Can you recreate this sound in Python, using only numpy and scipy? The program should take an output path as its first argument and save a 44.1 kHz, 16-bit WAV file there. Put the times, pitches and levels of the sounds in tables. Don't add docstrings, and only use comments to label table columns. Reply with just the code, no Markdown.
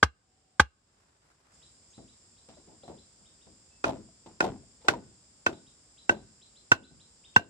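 import sys
import numpy as np
from scipy import signal
from scipy.fft import rfft, irfft, next_fast_len
from scipy.io import wavfile
from scipy.ndimage import uniform_filter1d, minimum_filter1d

SR = 44100
rng = np.random.default_rng(int(sys.argv[2]) if len(sys.argv) > 2 else 0)


def transcribe(u):
    v = np.clip(np.atleast_2d(u).T, -1, 1)
    q = np.round(v * 32767).astype(np.int16)
    wavfile.write(sys.argv[1], SR, q)


N = 330309

# t/s, stake pitch f/Hz, strength level/dB, how firmly the stake is seated (0-1),
# crack level/dB relative to the strength
BLOWS = [(0.0280, 1567, -0.5, 1, -18), (0.5966, 1567, -0.5, 1, -16.5), (3.8413, 1434, -3, 0, -28.5),
         (4.4050, 1456, 0, 0.07, -26.5), (4.8841, 1467, 1.5, 0.33, -19), (5.4639, 1483, -3, 0.53, -23.5),
         (6.0936, 1540, 1, 0.53, -29), (6.717, 1493, 2.5, 0.86, -21.5), (7.3623, 1542, 3.5, 0.91, -24.5)]
# t/s, rattle level/dB, roll of the foot/s, treble level/dB, bass level/dB,
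# pitch of the slat underfoot f/Hz
STEPS = [(1.979, -46.5, .009, -24.5, 4.5, 215), (2.487, -52, 0.0017, 9, 4.5, 510),
         (2.570, -55, 0.0043, -10, -4, 610), (2.675, -57, 0.051, -5, 6, 417),
         (2.835, -48, .0045, -16, -10, 560), (2.879, -43, 0.034, -9.5, -0.5, 720),
         (3.204, -67.5, 0.0086, -10, 15, 120), (3.467, -53.5, 0.0047, -20, 7.5, 199.6),
         (4.261, -46.5, 0.0061, 0, 1, 337), (4.810, -64, .003, 13.5, -10, 500),
         (4.847, -47, 0.036, 0.5, -16, 485), (6.906, -65, 0.017, -15, 21, 220)]
# f/Hz, relative level/dB per Hz
CRACK_COLOUR = [(300, -2.5), (1000, 9), (2000, 1), (3500, -2), (6000, -4.5), (8500, -11.5), (10500, -22),
                (13000, -31.5), (15000, -24.5), (16500, -38)]
# f/Hz, likeness
AIR_LIKENESS = [(60, 1), (290, 0.89), (700, 0), (3000, 0)]
BLOW_LIKENESS = [(100, 0.74), (400, .88), (900, 1), (1500, 0.67), (3000, -.1), (8000, -0.082)]

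RING = np.arange(int(.6 * SR)) / SR
SIDES = np.array([[.5], [-.5]])
MOVE_S, MOVE_FADE_S = 1.525, 0.031


def from_db(db):
    return 10 ** (np.asarray(db) / 20)


def rms_one(x):
    return x / np.sqrt(np.mean(x ** 2) + 1e-20)


def at_hz(points, hz):
    known, values = np.transpose(points)
    return np.interp(np.log(np.maximum(hz, 1)), np.log(known), values)


def between(ends, share):
    return ends[0] + (ends[1] - ends[0]) * share


def add(out, s, sound):
    start = max(round(s * SR), 0)
    out[:, start:start + sound.shape[1]] += sound[:, :N - start]


def dying(t60):
    return from_db(-60 * RING / t60)


def pair(mid, side, alike):
    alike = np.clip(alike, -1, 1)
    return np.sqrt(1 + alike) * mid + np.sqrt(1 - alike) * side * np.array([[1], [-1]])


def noise(spectrum, likeness, size):
    hz = np.arange(size // 2 + 1) * SR / size
    mid, side = rfft(rng.standard_normal((2, size)))
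    coloured = pair(mid, side, at_hz(likeness, hz)) * from_db(at_hz(spectrum, hz))
    return rms_one(irfft(coloured, size))


def wavering(hz, width_hz):
    keep = np.exp(-np.pi * abs(width_hz) / SR)
    drift = signal.lfilter([1], [1, -keep], rng.standard_normal((2, 2 * len(RING))))
    drift = drift[:, -len(RING):]
    phase = 2 * np.pi * hz * RING
    return rms_one(drift[0] * np.cos(phase) + drift[1] * np.sin(phase))


def knocks(per_s, plus_minus_db):
    return (rng.random(N) < per_s / SR) * from_db(rng.uniform(-plus_minus_db, plus_minus_db, N))


def foliage(x, t60, dull_hz, build_s):
    tail = rng.standard_normal((2, len(RING))) * dying(t60) * (1 - np.exp(-RING / build_s))
    tail = signal.sosfilt(signal.butter(1, min(dull_hz, .4 * SR), fs=SR, output="sos"), tail)
    return signal.fftconvolve(x, rms_one(tail) / np.sqrt(len(RING)), axes=1)[:, :N]


def undergrowth():
    # f/Hz, relative level/dB per Hz
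    air_colour = [(20, -24.5), (35, -6), (55, 1), (110, -3.5), (250, -8), (500, -11.5), (1000, -15),
                  (2000, -19.5), (4000, -21.5), (9000, -32), (12000, -46.5), (16000, -50)]
    # f/Hz, relative level/dB per Hz
    insect_colour = [(3150, -28.5), (3420, -10.5), (3650, -18.5), (4100, -16.5), (5050, 0), (5600, -8),
                     (6300, -13), (7050, -2), (7330, 5.5), (7600, -4.5), (8300, 0), (8520, -7.5),
                     (8700, -20.5), (9800, -21.5), (11000, -39.5)]
    moved = np.clip((np.arange(N) / SR - MOVE_S) / MOVE_FADE_S + .5, 0, 1)
    air_gain = from_db(between((-71.5, -66), moved))
    insect_gain = from_db(between((-73.5, -62), moved))
    size = next_fast_len(N, True)
    air = air_gain * noise(air_colour, AIR_LIKENESS, size)[:, :N]
    return air + insect_gain * noise(insect_colour, AIR_LIKENESS, size)[:, :N]


def crack(contact_s, splinter_db, splinter_t60):
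    force = (RING / contact_s) ** 2 * np.exp(2 - 2 * RING / contact_s)
    crackle = from_db(splinter_db) * dying(splinter_t60) * (1 - np.exp(-RING / contact_s))
    return noise(CRACK_COLOUR, BLOW_LIKENESS, len(RING)) * (force + crackle)


def stake(modes, pitch_hz, ring_db, body_db, overtone_db, build_s, press_s, ring_pan_db, body_pan_db, tube_db):
    # f/Hz, relative level/dB, t60/s
    tube_modes = [(1471, -43.5, 0.12), (1580, -49, .18), (2790, -40.5, .22), (4060, -48.5, 0.22)]
    out = np.zeros((2, len(RING)))
    main_hz = max(modes, key=lambda mode: mode[1])[0]
    for k, (hz, db, t60, lead) in enumerate(modes):
        detune = 1 + rng.normal(0, 0.0054)
        fall = dying(t60)
        if hz < main_hz:
            blow_db, rise, pan_db = body_db, .0013, body_pan_db
            hz = hz * detune
        elif hz == main_hz:
            blow_db, rise, pan_db = ring_db, build_s, ring_pan_db
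            hz = pitch_hz
            fall = np.minimum(fall / np.interp(press_s, RING, fall), 1) / 2
        else:
            blow_db, rise, pan_db = overtone_db, .0016, ring_pan_db
            hz = hz * detune * pitch_hz / main_hz
        wave = (-1) ** k * np.sin(2 * np.pi * hz * RING + lead * SIDES)
        onset = 1 - np.exp(-(RING / rise) ** 2)
        out += from_db(db + blow_db + pan_db * SIDES) * wave * fall * onset
    for hz, db, t60 in tube_modes:
        tone = np.array([wavering(hz, width_hz=78) for side in range(2)])
        out += from_db(db + tube_db) * tone * dying(t60) / 2
    return out


def thud(hz, t60, sag, bump_db, bump_hz, bump_s):
    phase = 2 * np.pi * np.cumsum(hz * (1 + sag * np.exp(-RING / 0.017))) / SR
    bounce = -np.sin(phase) * dying(t60) * (1 - np.exp(-(RING / 0.014) ** 2))
    stop = 2 * np.pi * bump_hz * (RING - bump_s)
    bump = from_db(bump_db) * stop * np.exp(-stop ** 2 / 2)
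    return (bounce - bump) * np.ones((2, 1))


def club(hz, t60, lead):
    return np.sin(2 * np.pi * hz * RING + lead * SIDES) * dying(t60) * (1 - np.exp(-RING / 0.00051))


def near_blow(pitch_hz):
    # f/Hz at rest, relative level/dB, t60/s, phase by which left leads/rad
    near_modes = [(172.4, -14, 0.027, 0), (360, -19.5, 0.018, -4.5), (440, -10.5, 0.024, -0.8),
                  (824, -6, 0.016, -1), (1159, -1.5, 0.016, 0.33), (1249.3, -5.5, 0.026, -0.9),
                  (1567, -1, 0.018, 0.1), (1731, -11, 0.012, 2.5), (2110, -10.5, .018, -1.5),
                  (2340, -16, 0.023, 1), (2618, -26, .022, 2.5), (3270, -11, 0.018, -1),
                  (3956, -22.5, 0.033, 1.5), (4650, -20.5, 0.02, 1), (5560, -21, 0.028, -2)]
    blow = stake(near_modes, pitch_hz, ring_db=4, body_db=2, overtone_db=2,
                 build_s=0.0014, press_s=0.0037, ring_pan_db=-0.5, body_pan_db=2.0, tube_db=0)
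    blow += from_db(-5) * thud(hz=65.8, t60=.095, sag=.5, bump_db=-10, bump_hz=220, bump_s=0.0072)
    return blow + from_db(-18.5) * club(hz=945.6, t60=0.013, lead=.5)


def far_blow(pitch_hz, seated):
    # f/Hz at rest, relative level/dB, t60/s, phase by which left leads/rad
    far_modes = [(208, -27.5, 0.033, 0.15), (339.4, -16, 0.042, 0.33), (526, -13, 0.018, 0.9),
                 (720, -13, 0.016, 0.9), (874, -17, 0.017, 0.95), (1493, -3, 0.019, 3.55),
                 (1860, -15, 0.025, 0.5), (2620, -6, 0.028, 3.84), (2840, -11.5, 0.0072, 2),
                 (3620, -29, 0.043, 2.5), (5750, -15, 0.013, 2.7), (6970, -25.5, 0.021, 3.8),
                 (7970, -31.5, 0.0091, 2.3)]
    blow = stake(far_modes, pitch_hz, ring_db=between((-6.5, 3), seated), body_db=-4.5,
                 overtone_db=between((-10.5, -2), seated), build_s=0.00094, press_s=0.0065,
                 ring_pan_db=-2.0, body_pan_db=2.5, tube_db=between((-20, 4), seated))
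    thud_gain = from_db(between((-37.5, -14.5), seated))
    blow += thud_gain * thud(hz=78.0, t60=0.062, sag=0.82, bump_db=-1.5, bump_hz=230, bump_s=0.0072)
    return blow + from_db(between((-50, -8.5), seated)) * club(hz=967, t60=.021, lead=0.96)


def pounding():
    near, far = np.zeros((2, 2, N))
    for s, pitch_hz, db, seated, crack_db in BLOWS:
        touch = s - .0012
        crack_gain = from_db(db + crack_db)
        if s < MOVE_S:
            add(near, touch, crack_gain * crack(contact_s=0.0064, splinter_db=-6.5, splinter_t60=.075))
            add(near, s, from_db(db) * near_blow(pitch_hz))
        else:
            add(far, touch, crack_gain * crack(contact_s=0.0017, splinter_db=-1.5, splinter_t60=0.086))
            add(far, s, from_db(db) * far_blow(pitch_hz, seated))
    close_leaves = foliage(from_db(-26.5) * near + from_db(-25.5) * far, t60=0.11, dull_hz=5000, build_s=0.018)
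    bushes = foliage(from_db(-53) * near + from_db(-45) * far, t60=.53, dull_hz=4000, build_s=.03)
    return near + far + close_leaves + bushes


def bird(sweep_hz, rise_s, length_s, waver):
    # t/s, top pitch f/Hz, relative level/dB, gap to the second chirp/s
    calls = [(1.461, 3990, -52.5, .153), (1.923, 3960, -57.5, .15), (2.366, 4000, -61.5, 0.16),
             (2.820, 4065, -55.5, 0.15), (3.245, 3760, -58.5, 0.16), (5.518, 3860, -56, 0.14),
             (5.969, 4016, -53, .156), (6.410, 4040, -53.5, 0.14), (6.824, 4020, -52.5, 0.17),
             (7.236, 3715, -50.5, 0.1)]
    # t/s, length/s, f/Hz, relative level/dB
    single_notes = [(0.13, 0.62, 753, -79), (1.895, 0.031, 6500, -59.5), (3.691, 0.081, 2620, -71.5)]
    out = np.zeros((2, N))
    chirps = [(s + k * gap_s, hz, db - 2 * k) for s, hz, db, gap_s in calls for k in range(2)]
    for s, top_hz, db in chirps:
        if s < MOVE_S:
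            continue
        pace = rng.uniform(.9, 1.2)
        slide = np.sin(np.pi / 2 * np.minimum(RING / (rise_s * pace), 1))
        hz = top_hz - sweep_hz * (1 - slide)
        hz *= 1 + waver * rms_one(uniform_filter1d(rng.standard_normal(len(RING)), size=130))
        swell = np.sin(np.pi * np.minimum(RING / (length_s * pace), 1)).clip(0) ** .5
        swell *= (hz / top_hz) ** 2
        add(out, s, (from_db(db) * swell * np.sin(2 * np.pi * np.cumsum(hz) / SR))[None])
    for s, length, hz, db in single_notes:
        swell = np.sin(np.pi * np.minimum(RING / length, 1))
        add(out, s, (from_db(db) * swell * wavering(hz, width_hz=15))[None])
    return from_db(-3) * out + from_db(-5.5) * foliage(out, t60=0.32, dull_hz=6845, build_s=0.0075)


def leaves(crackles_per_s, plus_minus_db):
    # t/s, length/s, level/dB
    shifts = [(0.8, 0.52, -71.5), (1.189, 0.19, -63.5), (1.22, 0.56, -68.5)]
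    # f/Hz, relative level/dB per Hz
    leaf_colour = [(300, -6.5), (800, -2.5), (1600, -3.5), (3000, -15.5), (6000, -15), (10000, -21.5),
                   (16000, -43)]
    out = np.zeros((2, N))
    keep = np.exp(-1 / (0.0055 * SR))
    for s, length, db in shifts:
        contacts = knocks(crackles_per_s, plus_minus_db)[:len(RING)] + 1e-18
        grain = rms_one(signal.lfilter([1], [1, -keep], contacts))
        swell = np.sin(np.pi * np.minimum(RING / length, 1)) ** 2
        add(out, s, from_db(db) * swell * grain * noise(leaf_colour, AIR_LIKENESS, len(RING)))
    return out


def jolts(treble_db, bass_db, lag_s):
    loose_s, seated_s = 0.042, 0.0072
    rows = []
    for s, _, db, seated, _ in BLOWS:
        if s > MOVE_S:
            rattle_db = db + between((-24, -38), seated)
            hold_s = loose_s * (seated_s / loose_s) ** seated
            rows.append((s + lag_s, rattle_db, hold_s, treble_db, bass_db))
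    return rows + [step[:-1] for step in STEPS]


def shaking(hz):
    # f/Hz, t60/s
    deck_t60 = [(80, 0.59), (250, 0.43), (700, 0.19), (1500, 0.29), (8000, 0.1)]
    out = np.zeros((1, N))
    treble, bass = np.clip([np.log2(hz / 500) / 2, np.log2(500 / hz) / 2], 0, 1)
    for s, db, hold_s, treble_db, bass_db in jolts(treble_db=-4.0, bass_db=-1.5, lag_s=0.0054):
        fall = np.minimum(from_db(-60 * (RING - hold_s) / at_hz(deck_t60, hz)), 1)
        level = from_db(db + treble * treble_db + bass * bass_db)
        add(out, s, level * (fall * (1 - np.exp(-RING / 0.0012)))[None])
    return out


def rustle(contacts_per_s, plus_minus_db, level_db):
    # f/Hz, relative level/dB per Hz
    deck_colour = [(45, -3.5), (80, -1.5), (140, 1), (230, 1), (340, -1.5), (500, -2.5), (800, -1.5),
                   (1200, -11), (2000, -17.5), (3500, -14.5), (7000, -22), (10000, -47), (15000, -65)]
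    out = np.zeros((2, N))
    edges = 45 * 2 ** (np.arange(18) / 2)
    centres = np.sqrt(edges[1:] * edges[:-1])
    gains = from_db(at_hz(deck_colour, centres)) * np.sqrt(centres)
    gains /= np.linalg.norm(gains)
    ticks = knocks(contacts_per_s, plus_minus_db) * rng.standard_normal((2, 2, N)) + 1e-18
    for k, (hz, gain) in enumerate(zip(centres, gains)):
        band_filter = signal.butter(2, edges[k:k + 2], "band", fs=SR, output="sos")
        band = signal.sosfilt(band_filter, ticks[k % 2])
        out += gain * shaking(hz) * rms_one(pair(*band, at_hz(BLOW_LIKENESS, hz)))
    return from_db(level_db) * out


def clatter(knocks_per_s, level_db, pan_db):
    # f/Hz, relative level/dB, t60/s
    slat_modes = [(220, -1.5, 0.059), (263, -8, 0.17), (324, -3, 0.13), (389, -1, 0.064), (475, -4, 0.018),
                  (560, 1.5, 0.059), (665, 0.5, 0.097), (747, 0, 0.044), (860, -1.5, 0.045),
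                  (972, -6.5, 0.024), (1090, -35, 0.02)]
    out = np.zeros((2, N))
    for hz, db, t60 in slat_modes:
        hits = rms_one(knocks(knocks_per_s, plus_minus_db=4.0) * rng.choice([-1, 1], N)) * shaking(hz)
        lead = rng.normal(1.0, 0.56) * hz / 600
        ring = np.sin(2 * np.pi * hz * RING + lead * SIDES) * dying(t60)
        ring /= np.linalg.norm(ring[0])
        rung = signal.oaconvolve(hits, ring, axes=1)[:, :N]
        out += from_db(db + level_db + pan_db * SIDES) * rung
    return out


def slat_knocks(t60, partial_db, snap_t60, level_db):
    # t/s, relative level/dB, f/Hz
    drops = [(3.869, -27, 617), (3.892, -26.5, 860), (4.088, -54, 655), (4.445, -23.5, 875),
             (4.560, -46, 750), (4.634, -54.5, 663), (4.937, -25, 952), (5.492, -26, 336),
             (5.529, -32.5, 342), (6.108, -22, 360), (6.125, -27, 612), (7.395, -30, 690)]
    out = np.zeros((2, N))
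    trodden = [(s, db + 4.5, hz) for s, db, *_, hz in STEPS]
    for s, db, hz in drops + trodden:
        tone = np.zeros((2, len(RING)))
        for k, ratio in enumerate([1, 1.37, 2.1]):
            wave = np.sin(2 * np.pi * hz * ratio * RING + 0.83 * SIDES)
            tone += from_db(k * partial_db) * wave * dying(t60 / ratio)
        snap = from_db(-18) * noise(CRACK_COLOUR, BLOW_LIKENESS, len(RING)) * dying(snap_t60)
        add(out, s, from_db(db + level_db) * (tone + snap))
    return out


def scene():
    around = undergrowth() + leaves(crackles_per_s=520, plus_minus_db=8)
    around += bird(sweep_hz=1792, rise_s=.024, length_s=0.033, waver=0.015)
    deck = rustle(contacts_per_s=1100, plus_minus_db=1.0, level_db=-6.0)
    deck += clatter(knocks_per_s=120, level_db=-12.5, pan_db=3.5)
    deck += slat_knocks(t60=0.058, partial_db=-18.5, snap_t60=0.066, level_db=-1)
    return pounding() + deck + around


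def gain_control(x, threshold_db, slope, attack_s, release_db_per_s):
    level_db = 20 * np.log10(np.abs(x).max(axis=0) + 1e-9)
    over_db = np.maximum(level_db - threshold_db, 0)
    recovery = release_db_per_s * np.arange(N) / SR
    held_db = np.maximum.accumulate(over_db + recovery) - recovery
    keep = np.exp(-1 / (attack_s * SR))
    return x * from_db(-slope * signal.lfilter([1 - keep], [1, -keep], held_db))


def record(dry):
    dry = signal.sosfilt(signal.butter(2, 42, "high", fs=SR, output="sos"), dry)
    dry = gain_control(dry, threshold_db=-10.5, slope=.55, attack_s=.025, release_db_per_s=45.5)
    gain = np.minimum(1, 0.84 / (np.abs(dry).max(axis=0) + 1e-9))
    gain = uniform_filter1d(minimum_filter1d(gain, size=41), size=41)
    limited = dry * gain / (1 + (dry * gain) ** 8) ** (1 / 8)
    return signal.sosfilt(signal.cheby2(14, 60, 17000, fs=SR, output="sos"), limited)


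dry = scene()
out = record(dry)
transcribe(out)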